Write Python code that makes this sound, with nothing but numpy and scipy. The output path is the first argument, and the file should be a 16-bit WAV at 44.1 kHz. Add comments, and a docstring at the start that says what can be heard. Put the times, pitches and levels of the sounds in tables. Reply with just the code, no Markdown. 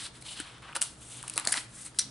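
"""Thick paper pages and flaps of a journal are rubbed, flipped and folded by hand under a phone in a small room.
Sliding strokes are dense random grains through resonances: dull scrape, sheet, fine hiss; some sing on one note.
Creases snap as clicks with ragged tails that ring the sheet; covers and flaps knock as decaying sines.
Noise tails make the room; shaped noise makes the air rumble and narrow noise a wavering hum."""
import sys
import numpy as np
from scipy import signal
from scipy.fft import rfft, irfft
from scipy.io import wavfile
from scipy.ndimage import uniform_filter1d

SR = 44100
rng = np.random.default_rng(int(sys.argv[2]) if len(sys.argv) > 2 else 0)


def log_audio(samples):
    """Write samples as a 16-bit WAV file to the path given in sys.argv[1]."""
    # one column per channel
    frames = np.atleast_2d(samples).T
    # limit to full scale, then quantise
    limited = np.clip(frames, -1, 1)
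    pcm = np.round(limited * 32767).astype(np.int16)
    wavfile.write(sys.argv[1], SR, pcm)


N = 92786


def undb(db):
    """dB to amplitude gain."""
    return 10 ** (np.asarray(db) / 20)


def unit(x):
    """Scaled to rms 1."""
    return x / np.sqrt(np.mean(x ** 2))


def band(x, hz, width_hz):
    """Two-pole resonance, gain 1 at the centre."""
    q = hz / max(width_hz, 1.)
    b, a = signal.iirpeak(min(hz, .45 * SR), q, SR)
    return signal.lfilter(b, a, x)


def walk(rate_hz):
    """Random levels held 1 / rate_hz s and slewed; rms 1."""
    k = int(SR / rate_hz)
    levels = rng.standard_normal(N)[:N // k + 1]
    return unit(uniform_filter1d(np.repeat(levels, k), k)[:N])


GRAINS_PER_S, GRAIN_SPREAD_DB = 9000, 2.0
FLICKER_DB, FLICKER_RATE_HZ = 1.54, 60.09


def grains():
    """Fibres catching and letting go: dense tiny clicks of uneven size."""
    happens = rng.random(N) < GRAINS_PER_S / SR
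    size = undb(GRAIN_SPREAD_DB * rng.exponential(size=N))
    sign = np.sign(rng.standard_normal(N))
    return unit(happens * sign * size) * undb(FLICKER_DB * walk(FLICKER_RATE_HZ))


def grain_band(hz, width_hz):
    """Fresh grains through three stacked resonances, for steep skirts; rms 1."""
    x = band(grains(), hz, width_hz)
    x = band(x, hz, 2.08 * width_hz)
    return unit(band(x, hz, 2.57 * width_hz))


# Sliding strokes. Each row: start of full level in seconds, swell in ms, hold in ms, fade in ms,
# dull scrape in Hz, scrape level in dB, sheet resonance in Hz, sheet level in dB, fine hiss level in dB.
STROKES = [(0.0, 20, 66, 43, 1590, -51.5, 3800, -43.5, -41.5),
           (.155, 51, 18, 54, 1420, -58.5, 3620, -56, -52.5),
           (.215, 12, 8.3, 9.6, 1400, -68, 3970, -56, -48.5),
           (.265, 52, 37, 18, 1000, -58, 3400, -46, -45.5), (0.31, 12, 20, 59, 975, -56, 3660, -46, -42.5),
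           (.375, 99, 33, 88, 1450, -53, 3560, -45, -46.5),
           (0.451, 33, 66, 160, 1380, -54.5, 3070, -52.5, -60.5),
           (.55, 56, 31, 18, 1290, -62, 3100, -66, -85),
           (0.622, 5.6, 99, 19, 1220, -51, 2780, -55.5, -62.5),
           (.752, 4.8, 18.2, 17, 915, -39, 4000, -40.5, -39),
           (0.829, 17, 20, 126, 1070, -56, 4480, -47.5, -38.5),
           (1.02, 33, 17, 77, 1240, -63, 2980, -55.5, -53.5),
           (1.119, 175, 77, 140, 1300, -63, 3150, -52.5, -43.5),
           (1.24, 19, 32, 72, 1020, -58, 2980, -58, -60),
           (1.291, 74, 56, 42, 1320, -58, 4200, -54.5, -53.5),
           (1.368, 20, 34, 92, 1110, -44.5, 4260, -49, -43.5),
           (1.45, 18, 5.3, 28, 1200, -43.5, 4000, -47, -44),
           (1.477, 26, 19.5, 22, 940, -44, 4700, -44.5, -36.5),
           (1.535, 52, 35, 65, 1340, -41.5, 4670, -37.5, -35),
           (1.565, 14, 5.9, 120, 1730, -42.5, 3900, -49, -40.5),
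           (1.756, 103, 78, 76, 1560, -60.5, 3770, -59, -44),
           (1.851, 14, 22.4, 52, 1720, -55, 4100, -57, -44),
           (1.971, 57, 18, 13, 1200, -71, 4500, -57.5, -53.5),
           (1.9872, 1.0, 8.4, 5, 1900, -51, 5070, -28, -24.5),
           (2.0, 4.5, 8.7, 117, 1490, -54.5, 4960, -40.5, -40)]
STROKE_EDGE_DB = -28  # level one swell before the hold, one fade after it
SCRAPE_WIDTH, SHEET_WIDTH = 1, 0.62  # shares of the resonance
HISS_HZ, HISS_WIDTH_HZ = 8510, 3470


def rubbing():
    """Each stroke swells, holds and fades; its grains sound dull, in the sheet and fine."""
    t, low, high = np.arange(N) / SR, 0, 0
    hiss = grain_band(HISS_HZ, HISS_WIDTH_HZ)
    for start_s, swell_ms, hold_ms, fade_ms, scrape_hz, scrape_db, sheet_hz, sheet_db, hiss_db in STROKES:
        before = 1000 * (start_s - t) / max(swell_ms, 1.)
        after = (1000 * (t - start_s) - hold_ms) / max(fade_ms, 1.)
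        env = undb(STROKE_EDGE_DB * np.maximum(np.maximum(before, after), 0))
        scrape = undb(scrape_db) * grain_band(scrape_hz, SCRAPE_WIDTH * scrape_hz)
        sheet = undb(sheet_db) * grain_band(sheet_hz, SHEET_WIDTH * sheet_hz)
        low = low + env * (scrape + sheet)
        high = high + env * undb(hiss_db) * hiss
    return low, high


# Narrow notes of the sheet under the fingers. Each row: start in seconds, length in ms, note in Hz, level in dB.
SINGING = [(.262, 52, 2960, -55.5), (.31, 31, 2995, -50), (.383, 30, 3030, -50), (1.56, 17.5, 2000, -39.5),
           (2.003, 18, 5770, -33)]
SINGING_WIDTH = 0.025  # share of the note


def singing():
    """Sliding grains feed one narrow mode of the taut sheet for a moment."""
    t, out = np.arange(N) / SR, 0
    for start_s, length_ms, hz, db in SINGING:
        phase = np.clip(1000 * (t - start_s) / length_ms, 0, 1)
        env = np.sin(np.pi * phase) ** .5
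        note = unit(band(grains(), hz, SINGING_WIDTH * hz))
        out = out + undb(db) * env * note
    return out


def peak_unit(x):
    """Scaled so the loudest 50-sample stretch has rms 1."""
    return x / np.sqrt(uniform_filter1d(x ** 2, size=50).max())


# Creases snapping. Each row: nominal time in seconds, crack level in dB before CRACK_TRIM_DB,
# low ring in Hz, its level in dB before RING_TRIM_DB, high ring in Hz, its level in dB before RING_TRIM_DB,
# nominal length in ms (the tail's decay time is LENGTH_SHARE of it).
SNAPS = [(0.0648, -55, 1160, -46, 4220, -40.5, 4.4), (0.2234, -43.5, 2380, -52.5, 4150, -48.5, 3.2),
         (0.3896, -46, 1560, -48, 3150, -39, 1.1), (0.4006, -30.5, 1490, -35, 3170, -39, 1.94),
         (0.4087, -54, 1460, -44, 3100, -43, 2.4), (0.582, -53.5, 1510, -50.5, 3480, -51, 1.1),
         (0.7266, -57, 1350, -48, 2660, -42.5, 3.1), (0.7312, -58, 1340, -42, 2840, -43, 0.92),
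         (0.7535, -32.5, 1540, -35, 2660, -38, 3.9), (0.7557, -34, 1600, -43, 2780, -37, 1.8),
         (0.7621, -60, 1030, -32, 1490, -33, 0.5), (0.7628, -28, 665, -40, 2800, -33, 0.4),
         (0.7651, -25, 970, -49, 4760, -37.5, 0.36), (0.769, -30, 1450, -34, 4470, -38, 0.92),
         (0.7752, -46, 682, -45, 1300, -45, 0.49), (0.8129, -28, 1600, -47, 2740, -44, 0.59),
         (0.8157, -27, 1000, -47, 6100, -41, 0.31), (0.8163, -22, 1790, -42, 4520, -40, 0.3),
         (0.8174, -16, 1460, -37, 2800, -34.5, 0.42), (0.8203, -21.5, 1570, -45, 2950, -35, 0.32),
         (0.8252, -15.5, 1440, -38, 2920, -30.5, 0.34), (0.831, -28, 1140, -41, 5400, -39, 0.6),
         (1.2285, -33, 1670, -44, 2710, -53, 0.71), (1.2384, -57, 970, -42.5, 3230, -51, 2.1),
         (1.2786, -34.5, 1567, -45, 2800, -49.5, 0.75), (1.281, -30, 2410, -52, 2730, -40, 0.37),
         (1.298, -26, 2350, -46, 2830, -43, 1.7), (1.3384, -32.5, 2390, -53, 2760, -45, 0.43),
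         (1.3588, -38, 520, -65, 5150, -40, 1.7), (1.3616, -41, 466, -41, 4260, -45, 1.8),
         (1.3675, -31, 526, -64, 4100, -36, 1.3), (1.3776, -17, 1200, -28.5, 2700, -28.5, 0.84),
         (1.3777, -29.5, 1950, -31, 4170, -25.5, 0.56), (1.3778, -40, 5530, -25.5, 10000, -20.5, 1.2),
         (1.3879, -34, 1220, -50, 3100, -38, 2.0), (1.3974, -26.5, 1910, -38, 4080, -37.5, 1.4),
         (1.4477, -53, 1290, -44, 2410, -41, 1), (1.452, -26, 1800, -43, 4400, -35.5, 1.1),
         (1.464, -48, 1010, -32.5, 2410, -48, 1.4), (1.4729, -22, 1740, -26.5, 4420, -18.5, 0.29),
         (1.473, -42, 5330, -40, 7260, -14.5, 0.67), (1.4758, -20.5, 670, -36, 4260, -57, 0.18),
         (1.4852, -33, 2100, -31, 4630, -50, 0.55), (1.5097, -34, 750, -41.5, 5120, -41, 0.45),
         (1.5204, -25, 1640, -60, 5040, -46, 0.62), (1.5233, -18, 1530, -28.5, 5100, -23.5, 1.25),
         (1.5267, -17.5, 2030, -29, 2870, -35, 1.8), (1.5397, -36, 2120, -26.5, 5200, -28, 2.4),
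         (1.572, -41, 1900, -41, 4300, -28, 4.5), (1.5775, -32, 1700, -29, 3120, -29, 1.25),
         (1.586, -37, 1860, -41, 2980, -43, 1.4), (1.86, -43, 2000, -54, 4200, -44.5, 1.5),
         (1.8637, -33.5, 2410, -45, 2600, -46, 1.9), (1.9467, -50, 1600, -51, 3220, -54, 0.39),
         (1.9879, -22, 4260, -21.5, 7420, -22, 2.8), (1.991, -24, 2140, -37.5, 5600, -20.5, 6.6),
         (1.9926, -32, 1520, -35.5, 5720, -16, .7), (1.9957, -27, 4320, -24, 5950, -20, 1.8),
         (2.003, -34, 2280, -46, 5760, -26, 1.3), (2.0157, -36, 1770, -66, 5500, -34, 0.69),
         (2.0418, -52, 700, -54, 4770, -36, 0.5)]
SNAP_SAMPLES, SNAP_LATE_S = 2048, .0003
CRACK_TRIM_DB, RING_TRIM_DB, LENGTH_SHARE = 4.5, -0.5, 0.64
CLICK_DB = 10.5  # first sample against the ragged tail, for a 1 ms snap
CRACK_HZ, CRACK_WIDTH_HZ = 9010, 2800
BROAD_HZ, BROAD_WIDTH_HZ, BROAD_DECAY_S, BROAD_DB = 4970.0, 1800.0, 0.00025, -11.5  # dB re crack
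RING_WIDTH_HZ = 430
RING_SKIRT = 0.44  # width of the second, steepening resonance as a share of the ring


def ring(burst, hz):
    """One mode of the sheet excited by the burst."""
    return peak_unit(band(band(burst, hz, RING_WIDTH_HZ), hz, RING_SKIRT * hz))


def snaps():
    """A sharp click with a short ragged tail excites a bright crack and two rings of the sheet."""
    low, high = np.zeros(N + SNAP_SAMPLES), np.zeros(N + SNAP_SAMPLES)
    t = np.arange(SNAP_SAMPLES) / SR
    for start_s, crack_db, low_hz, low_db, high_hz, high_db, length_ms in SNAPS:
        noise = rng.standard_normal(SNAP_SAMPLES)
        burst = noise * np.exp(-t / (max(length_ms, .1) * LENGTH_SHARE / 1000))
        burst[0] = -undb(CLICK_DB) / max(length_ms, .3) ** 1.2  # shorter snaps click harder
        crack = peak_unit(band(band(burst, CRACK_HZ, CRACK_WIDTH_HZ), CRACK_HZ, 2 * CRACK_WIDTH_HZ))
        broad = peak_unit(band(noise * np.exp(-t / BROAD_DECAY_S), BROAD_HZ, BROAD_WIDTH_HZ))
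        at = int((start_s + SNAP_LATE_S) * SR) + np.arange(SNAP_SAMPLES)
        high[at] += undb(crack_db + CRACK_TRIM_DB) * (crack + undb(BROAD_DB) * broad)
        low[at] += undb(low_db + RING_TRIM_DB) * ring(burst, low_hz)
        low[at] -= undb(high_db + RING_TRIM_DB) * ring(burst, high_hz)
    return low[:N], high[:N]


# Covers and flaps knocking softly. Each row: start in seconds, pitch in Hz,
# level in dB before rise, decay and a gain of 2, rise time in ms, decay time in ms.
THUMPS = [(0.4, 302, -38, 1.2, 6.6), (0.763, 542, -42.5, 2.8, 8.2), (0.759, 330, -49, 5.2, 10.4),
          (.816, 206, -50.5, 3, 10), (.817, 634, -47, 1.4, 7.2), (1.237, 952, -45.5, 0.84, 7),
          (1.371, 316, -47, 4.2, 12.7), (1.473, 673, -31.5, 0.68, 3.6), (1.4729, 432, -36.5, 0.95, 2.6),
          (1.377, 605, -37.5, 1.6, 2.7), (1.47, 222, -38.5, 3.5, 6.4), (1.576, 277, -41.5, 2.9, 4.9),
          (2.04, 133.5, -46.5, 12, 22), (2.045, 208, -51, 9.8, 28), (2.055, 272, -47.5, 9.3, 15)]


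def thumps():
    """A soft push rings the stiff card for a few cycles."""
    out = 0
    for start_s, hz, db, rise_ms, decay_ms in THUMPS:
        t = np.maximum(np.arange(N) / SR - start_s, 0)
        env = (1 - np.exp(-1000 * t / rise_ms)) * np.exp(-1000 * t / decay_ms)
        out = out + 2 * undb(db) * env * np.sin(2 * np.pi * hz * t)
    return out


# Reverberation of the room. Each row: band centre in Hz, time to fall 60 dB in seconds.
ROOM_T60 = [(700, 0.33), (2000, 0.35), (4500, 0.24), (9000, 0.084)]
ROOM_SAMPLES, ROOM_BAND_WIDTH = 22050, 0.83  # width as a share of the centre
ROOM_DB, ROOM_DELAY_S, ROOM_SIDE_DB = -13, .004, -4  # side re mid


def room_tail():
    """Decaying noise in bands, scaled to energy 1, then silenced up to the first reflection."""
    t, tail = np.arange(ROOM_SAMPLES) / SR, 0
    for hz, t60_s in ROOM_T60:
        noise = band(rng.standard_normal(ROOM_SAMPLES), hz, ROOM_BAND_WIDTH * hz)
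        tail = tail + noise * undb(-60 * t / t60_s)
    return tail * (t > ROOM_DELAY_S) / np.sqrt(np.sum(tail ** 2))


def room(x):
    """Decaying reflections, each band with its own reverberation time."""
    mid, side = room_tail(), undb(ROOM_SIDE_DB) * room_tail()
    left = signal.fftconvolve(x, mid + side)[:N]
    right = signal.fftconvolve(x, mid - side)[:N]
    return undb(ROOM_DB) * np.array([left, right])


def coloured(points):
    """Noise with a spectrum of (Hz, dB) points, interpolated over log frequency."""
    f, p = np.fft.rfftfreq(N, 1 / SR) + 1, np.array(points, float)  # + 1 avoids log 0
    gain = undb(np.interp(np.log(f), np.log(p[:, 0]), p[:, 1]))
    return irfft(rfft(rng.standard_normal(N)) * gain, N)


# Narrow noise bands of the wavering hum. Each row: centre in Hz, width in Hz, level in dB before HUM_SIDE_DB.
HUM = [(64, 4.8, -65.5), (121.5, 8.9, -58.5), (312.2, 13, -66.5)]
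HUM_SIDE_DB = -23  # for the side only


def hum():
    """Noise in narrow resonances wavers in level and phase."""
    return sum(undb(db) * unit(band(rng.standard_normal(N), hz, width_hz)) for hz, width_hz, db in HUM)


# Spectrum shape of the room air. Each row: frequency in Hz, relative density in dB per Hz.
AIR = [(15, -18), (30, -8), (62, -5), (90, -12.5), (140, -1), (240, -4), (330, -10), (450, -9.5),
       (1500, -14), (2200, -19), (3500, -18.5), (6300, -19.5), (9200, -19), (11000, -37.5)]
# Side of the room air under its mid. Each row: frequency in Hz, side re mid in dB.
AIR_SIDE_DB = [(40, -29), (130, -21), (300, -7.5), (2000, -2.5), (9000, -6.5)]
AIR_DB, AIR_WANDER_DB, AIR_WANDER_RATE_HZ = -55.5, 0.75, 5.1


def background():
    """Room air and a wavering hum, nearly alike left and right in the bass."""
    p, q = np.array(AIR, float), np.array(AIR_SIDE_DB, float)
    side_db = p[:, 1] + np.interp(np.log(p[:, 0]), np.log(q[:, 0]), q[:, 1])
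    air_mid, air_side = coloured(AIR), coloured(np.c_[p[:, 0], side_db])
    level = undb(AIR_DB + AIR_WANDER_DB * walk(AIR_WANDER_RATE_HZ))
    gain = level / np.sqrt(np.mean(air_mid ** 2))
    mid = gain * air_mid + hum()
    side = gain * air_side + undb(HUM_SIDE_DB) * hum()
    return np.array([mid + side, mid - side])


def pan(x, db):
    """Left louder than right by db."""
    return x * undb(np.array([[db], [-db]]) / 2)


PAN_DB, TREBLE_PAN_DB = 1, 2
RUB_SIDE_DB, RUB_SIDE_LAG_SAMPLES = -20, 31


def scene():
    """The journal sits a little left of the phone; the room answers all of it but the thumps."""
    rub_low, rub_high = rubbing()
    snap_low, snap_high = snaps()
    low = rub_low + snap_low + singing()
    high = rub_high + snap_high
    late_rub = np.roll(rub_low + rub_high, RUB_SIDE_LAG_SAMPLES)
    spread = undb(RUB_SIDE_DB) * late_rub * np.array([[1], [-1]])  # opposite sign left and right
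    direct = pan(low + thumps(), PAN_DB) + pan(high, TREBLE_PAN_DB)
    return direct + spread + room(low + high) + background()


MIC_DIP_HZ, MIC_DIP_WIDTH_HZ, MIC_DIP_SHARE = 7250, 4300, 0.39
TOP_HZ = 11050


def record(dry):
    """The microphone dips around MIC_DIP_HZ and the phone cuts steeply above TOP_HZ."""
    dipped = dry - MIC_DIP_SHARE * band(dry, MIC_DIP_HZ, MIC_DIP_WIDTH_HZ)
    lowpass = signal.firwin(401, TOP_HZ, window=("kaiser", 5), fs=SR)
    return signal.fftconvolve(dipped, lowpass[None], "same", axes=1)


dry = scene()
out = record(dry)
log_audio(out)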